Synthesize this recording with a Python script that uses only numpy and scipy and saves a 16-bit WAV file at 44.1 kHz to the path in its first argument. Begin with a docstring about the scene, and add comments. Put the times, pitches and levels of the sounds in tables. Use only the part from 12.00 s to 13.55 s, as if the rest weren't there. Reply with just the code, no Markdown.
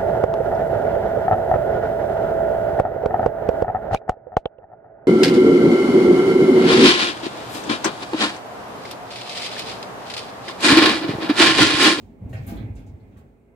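"""Inside a small steel lift car, a stereo microphone hears the door mechanism at close range. Latches and
levers clack and tick, the lock hook drops, and the door panels thud and shudder, making the car boom. Rollers
rattle in their track; every contact rings on between the hard walls. Underneath, the door drive rumbles and
dies down over the low hum of its motor and the ventilation's air."""
import sys
import numpy as np
from scipy import signal
from scipy.io import wavfile

SR = 44100
rng = np.random.default_rng(int(sys.argv[2]) if len(sys.argv) > 2 else 0)


def to_wav(s):
    """Save 16-bit WAV."""
    ch = np.atleast_2d(s).T  # columns
    pcm = np.round(np.clip(ch, -1, 1) * 32767)  # PCM
    wavfile.write(sys.argv[1], SR, pcm.astype(np.int16))


N = 68355
T = np.arange(N) / SR
DIRECT_DB = -18.5  # latches and rollers: the direct path against the sound off the walls


# metal contacts in the door: (time [s], level [dB], centre [Hz], width [octaves], rattle decay [s])
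CLACKS = [(0.0, -32, 3020, 1.27, 0.043), (0.29, -32, 13900, 3.2, 0.044), (.328, -7.5, 1700, 0.6, 0.0049),
          (.329, -26, 7200, 1.4, 0.027), (0.345, -6.5, 2200, 0.31, 0.0054),
          (0.36, -18.5, 4580, 0.26, 0.022), (0.464, -10, 14300, 0.55, 0.039),
          (0.472, -11.5, 1300, 1.5, 0.038), (.476, -9, 796, 0.37, 0.021), (0.482, -17, 3500, 1, 0.049),
          (0.485, -16.5, 3240, 0.2, 0.005), (0.556, -27.5, 14200, 0.78, .005),
          (0.565, -9.5, 1650, 0.35, 0.02), (.566, -9.5, 3650, 0.17, 0.024),
          (0.752, -29, 7400, 0.52, 0.0087), (0.758, -23, 2350, 1.26, 0.037),
          (0.789, -29.5, 11400, 0.11, 0.015), (.864, -31.5, 4960, 0.86, 0.02),
          (0.998, -34.5, 4100, 0.19, .01), (1.116, -30, 2000, 0.69, 0.021), (1.16, -23, 1350, 0.79, 0.017),
          (1.169, -34.5, 8200, 2.3, 0.023)]
# ringing of the latch and its levers: (frequency [Hz], gain [dB], width [Hz])
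LATCH_MODES = [(652, 14, 15), (671, 10.5, 42), (810, 11.5, 20), (1342, 3.5, 49), (1770, -17.5, 230),
               (3330, -11, 320), (6800, -4, 2700), (10300, -4, 110)]
def latches(car):
    """Metal contacts ring the latch; most of it reaches the microphone off the walls."""
    hits = sum(placed(from_db(db) * contact(hz, octaves, decay), s)
               for s, db, hz, octaves, decay in CLACKS)
    metal = hits + sum(from_db(db) * resonance(hits, hz, width) for hz, db, width in LATCH_MODES)
    return from_db(DIRECT_DB) * metal + through(metal, car)


def contact(centre_hz, octaves, decay_s, rattles_per_s=2800, size=8192):
    """Metal meets metal: a first touch and a dying rattle of tiny ones, in a bell-shaped band."""
    clicks = rng.choice([-1, 1], size) * (rng.random(size) < rattles_per_s / SR)
    clicks = clicks * np.exp(-T[:size] / decay_s)
    clicks[0] = 2.7  # the first touch is the hardest
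    hz = np.linspace(0, SR / 2, 257)
    bell = np.exp(-.5 * (np.log2((hz + 1) / centre_hz) / octaves) ** 2)
    colour = signal.firwin2(129, hz, bell, fs=SR)
    return np.convolve(clicks / np.linalg.norm(clicks), colour)[32:]


# modes of the lock hook: (frequency [Hz], level [dB])
HOOK_MODES = [(499, -44), (632, -41.5), (777, -47), (1103, -56), (1843, -46.5), (1930, -61), (2385, -58),
              (4215, -63), (6810, -61)]
def hook(car, drop_s=.330, t60_s=.14, walls_db=-2):
    """The lock hook lands once and rings briefly, heard directly and off the walls."""
    landing = placed([1.], drop_s)
    knock = sum((-1) ** k * from_db(db) * ring(landing, hz, t60_s)
                for k, (hz, db) in enumerate(HOOK_MODES))
    return knock + from_db(walls_db) * through(knock, car)


# blows on the door panels: (time [s], level [dB], pitch [Hz])
THUDS = [(0.032, -44.5, 86.4), (.209, -34.5, 101.7), (0.211, -36, 180.6), (.241, -29, 84),
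         (0.259, -36, 255), (0.297, -35, 122.2), (0.336, -27, 99.2), (0.388, -31, 128.8),
         (0.466, -30.5, 92.7), (0.474, -40.5, 225.3), (.515, -31.5, 209.2), (.518, -34, 282.7),
         (0.595, -32, 115.3), (0.601, -35, 272.5), (0.632, -29.5, 112), (.692, -27.5, 94),
         (0.743, -34.5, 68.5), (0.785, -36.5, 95.4), (.800, -43, 256), (0.841, -39.5, 82.6),
         (0.885, -36.5, 88.8), (0.935, -36, 85.2), (1.029, -61, 66), (1.086, -48, 111),
         (1.155, -42.5, 89.4), (1.197, -46.5, 77.3), (1.311, -54, 56)]
# boom of the panels and the car around the microphone: (frequency [Hz], gain [dB])
PANEL_MODES = [(45, 8.5), (93, -5.5), (114, -2), (141, -1), (187, -12.5), (240, -1), (254, -14), (338, 2),
               (475, 35.5)]
def doors(car, mode_width_hz=12, scatter_above_hz=183, scatter_db=-6):
    """Each blow swings a panel; its modes boom on and scatter round the car."""
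    swings = [(hz, placed(from_db(db) * thud(hz), s)) for s, db, hz in THUDS]
    blows = sum(swing for _, swing in swings)
    modes = [(hz, from_db(db) * resonance(blows, hz, mode_width_hz)) for hz, db in PANEL_MODES]
    direct = sum(lean(hz) * part for hz, part in swings + modes)
    upper = highpass(sum(part for _, part in swings + modes), scatter_above_hz, order=2)
    return direct + from_db(scatter_db) * through(upper, car)


def thud(hz, swell_at_100_hz_s=.013):
    """A struck panel swings out for a few cycles and settles."""
    age = T / swell_at_100_hz_s * (hz / 100) ** .43  # higher thuds pass quicker
    return (age * np.exp(1 - age)) ** 2 * np.sin(2 * np.pi * hz * T)


# roller rattle at the microphone: (time [s], level [dB])
ROLLER_LEVEL = [(0, -74), (.17, -74.5), (.3, -66), (.6, -55), (.8, -67), (.9, -72), (1.02, -69.5),
                (1.2, -77.5), (1.4, -79.5)]
# modes of the door track: (frequency [Hz], relative gain [dB])
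TRACK_MODES = [(1800, 1), (2105, 4.5), (2280, 1), (2450, -13.5)]
def rollers(car, ticks_per_s=700, spread_db=6.5, width_hz=330):
    """Uneven ticks of the rollers ring the door track."""
    ticks = (rng.random(N) < ticks_per_s / SR) * rng.choice([-1, 1], N)
    ticks = ticks * from_db(spread_db * rng.standard_normal(N))
    track = sum(from_db(db) * resonance(resonance(ticks, hz, width_hz), hz, width_hz)
                for hz, db in TRACK_MODES)
    return envelope(ROLLER_LEVEL) * rms_one(from_db(DIRECT_DB) * track + through(track, car))


# drive rumble and door hiss, heard from inside the car: (time [s], level [dB])
DRIVE_LEVEL = [(0, -47), (.18, -48), (.26, -39), (.44, -41), (.56, -34.5), (.72, -42.5), (.9, -46),
               (1.25, -50), (1.4, -58.5)]
HISS_LEVEL = [(0, -66), (.18, -80), (.27, -74.5), (.44, -59.5), (.7, -72.5), (.93, -75), (1.25, -77.5),
              (1.4, -83.5), (1.55, -87)]
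# their spectra: (frequency [Hz], relative density [dB])
DRIVE_COLOUR = [(25, -36), (45, 9.5), (100, -6), (185, 2), (300, -4), (450, -12.5), (800, -16),
                (1200, -36.5), (2300, -32), (3300, -57.5), (15000, -53.5)]
HISS_COLOUR = [(1500, 5), (3500, 6.5), (5500, -3.5), (7500, 6.5), (10000, -28.5), (15000, 0.5)]
def drive():
    """The door drive rumbles and the sliding door hisses faintly; both swell and die down."""
    return envelope(DRIVE_LEVEL) * rush(DRIVE_COLOUR) + envelope(HISS_LEVEL) * rush(HISS_COLOUR)


# hum of the door motor in the background: (frequency [Hz], level [dB])
MOTOR_HUM = [(120, -63), (187, -66.5), (236, -60), (404, -65.5), (665, -75.5)]
# air from the ventilation: (frequency [Hz], relative density [dB])
AIR_COLOUR = [(25, -18), (60, 1), (150, -3), (250, -5), (400, 5), (750, -10), (1200, -15.5), (2500, -30),
              (4000, -61.5), (7500, -35), (15000, -41)]
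def fan(waver=.66, air_db=-60.5):
    """The fan fills the car with steady air noise; the door motor adds a wavering hum."""
    hum = 0
    for hz, db in MOTOR_HUM:
        gain = from_db(db) * lean(hz) * (1 + waver * drift(6.8))
        hum += gain * np.sin(2 * np.pi * hz * T + drift(8.7))
    return hum + from_db(air_db) * rush(AIR_COLOUR)


# reverberation inside the car: (frequency [Hz], time to fall 60 dB [s])
CAR_T60 = [(100, 1), (600, 0.49), (2200, 0.37), (4500, 0.15), (8000, 0.1)]
def car_response(build_up_s=.00098):
    """Dense reflections off the close steel walls, dying band by band; energy 1."""
    tail = sum(band * from_db(-60 * T / at_hz(CAR_T60, hz)) for hz, band in noise_bands())
    return rms_one(tail * (1 - np.exp(-T / build_up_s))) / np.sqrt(N)


# balance at the microphone: (frequency [Hz], right over left [dB])
LEAN = [(60, 2), (125, 0), (250, 1.5), (600, 1), (2000, 2.5), (4000, 4), (8000, -2.5), (14000, 2)]
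def lean(hz):
    """Left and right gains at a frequency."""
    return from_db(at_hz(LEAN, hz) * np.array([[-.5], [.5]]))


# likeness of the microphone's two sides: (frequency [Hz], correlation [-1 to 1])
LIKENESS = [(60, .985), (125, .93), (250, .62), (500, .55), (1000, -.05), (4000, -.05), (14000, .15)]
def noise_bands():
    """Third-octave bands of stereo noise of equal density: (centre [Hz], band)."""
    edges = 22 * 2 ** (np.arange(30) / 3)
    white = rng.standard_normal((2, 2, N + 8000))  # extra samples let the filters settle
    for k, (low, high) in enumerate(zip(edges, edges[1:])):
        bandpass = signal.butter(2, [low, high], "band", fs=SR, output="sos")
        mid, side = signal.sosfilt(bandpass, white[k % 2])[:, -N:]
        hz = np.sqrt(low * high)
        alike = at_hz(LIKENESS, hz)
        yield hz, lean(hz) * (np.sqrt(1 + alike) * mid + np.sqrt(1 - alike) * side * [[1], [-1]])


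def rush(colour, flicker_db=1.0):
    """Coloured stereo noise whose bands flicker slightly; rms 1."""
    return rms_one(sum(band * from_db(at_hz(colour, hz) + flicker_db * drift(24.8))
                       for hz, band in noise_bands()))


def resonance(x, hz, width_hz):
    """Two-pole resonance with gain 1 at its peak."""
    r, w = np.exp(-np.pi * width_hz / SR), 2 * np.pi * hz / SR
    return signal.lfilter(np.array([1, 0, -1]) * (1 - r * r) / 2, [1, -2 * r * np.cos(w), r * r],
                          x + 1e-18)


def ring(x, hz, t60_s):
    """A unit click sets a sine of height 1 ringing."""
    r, w = from_db(-60 / (t60_s * SR)), 2 * np.pi * hz / SR
    return signal.lfilter([0, np.sin(w)], [1, -2 * r * np.cos(w), r * r], x + 1e-18)


def highpass(x, hz, order):
    """Roll off the bass."""
    return signal.sosfilt(signal.butter(order, hz, "high", fs=SR, output="sos"), x)


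def through(x, response):
    """Play a mono sound through a stereo response."""
    return signal.fftconvolve(x[None], response, axes=1)[:, :N]


def placed(x, start_s):
    """A short sound set at its time."""
    return np.concatenate([np.zeros(int(start_s * SR)), x, np.zeros(N)])[:N]


def drift(rate_hz):
    """Slow random motion, spread about 1."""
    return np.interp(T * rate_hz, np.arange(400), rng.standard_normal(400))


def envelope(points):
    """Gain over time from (time [s], level [dB]) points."""
    return from_db(np.interp(T, *np.transpose(points)))


def at_hz(points, hz):
    """Read a table on a log-frequency axis."""
    frequencies, values = np.transpose(points)
    return np.interp(np.log(hz), np.log(frequencies), values)


def from_db(db):
    """Decibels to gain."""
    return 10 ** (np.asarray(db) / 20)


def rms_one(x):
    """Scale to rms 1."""
    return x / np.sqrt(np.mean(x ** 2) + 1e-20)


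def scene():
    """Clacks, thuds, rollers, drive and fan, all heard from one spot in the car."""
    car = car_response()
    return latches(car) + hook(car) + doors(car) + rollers(car) + drive() + fan()


def record(dry, low_cut_hz=36, high_cut_hz=15800):
    """The microphone loses the deepest bass; the top is cut steeply."""
    lowpass = signal.ellip(12, .1, 80, high_cut_hz, fs=SR, output="sos")
    return signal.sosfilt(lowpass, highpass(dry, low_cut_hz, order=4))


dry = scene()
out = record(dry)
to_wav(out)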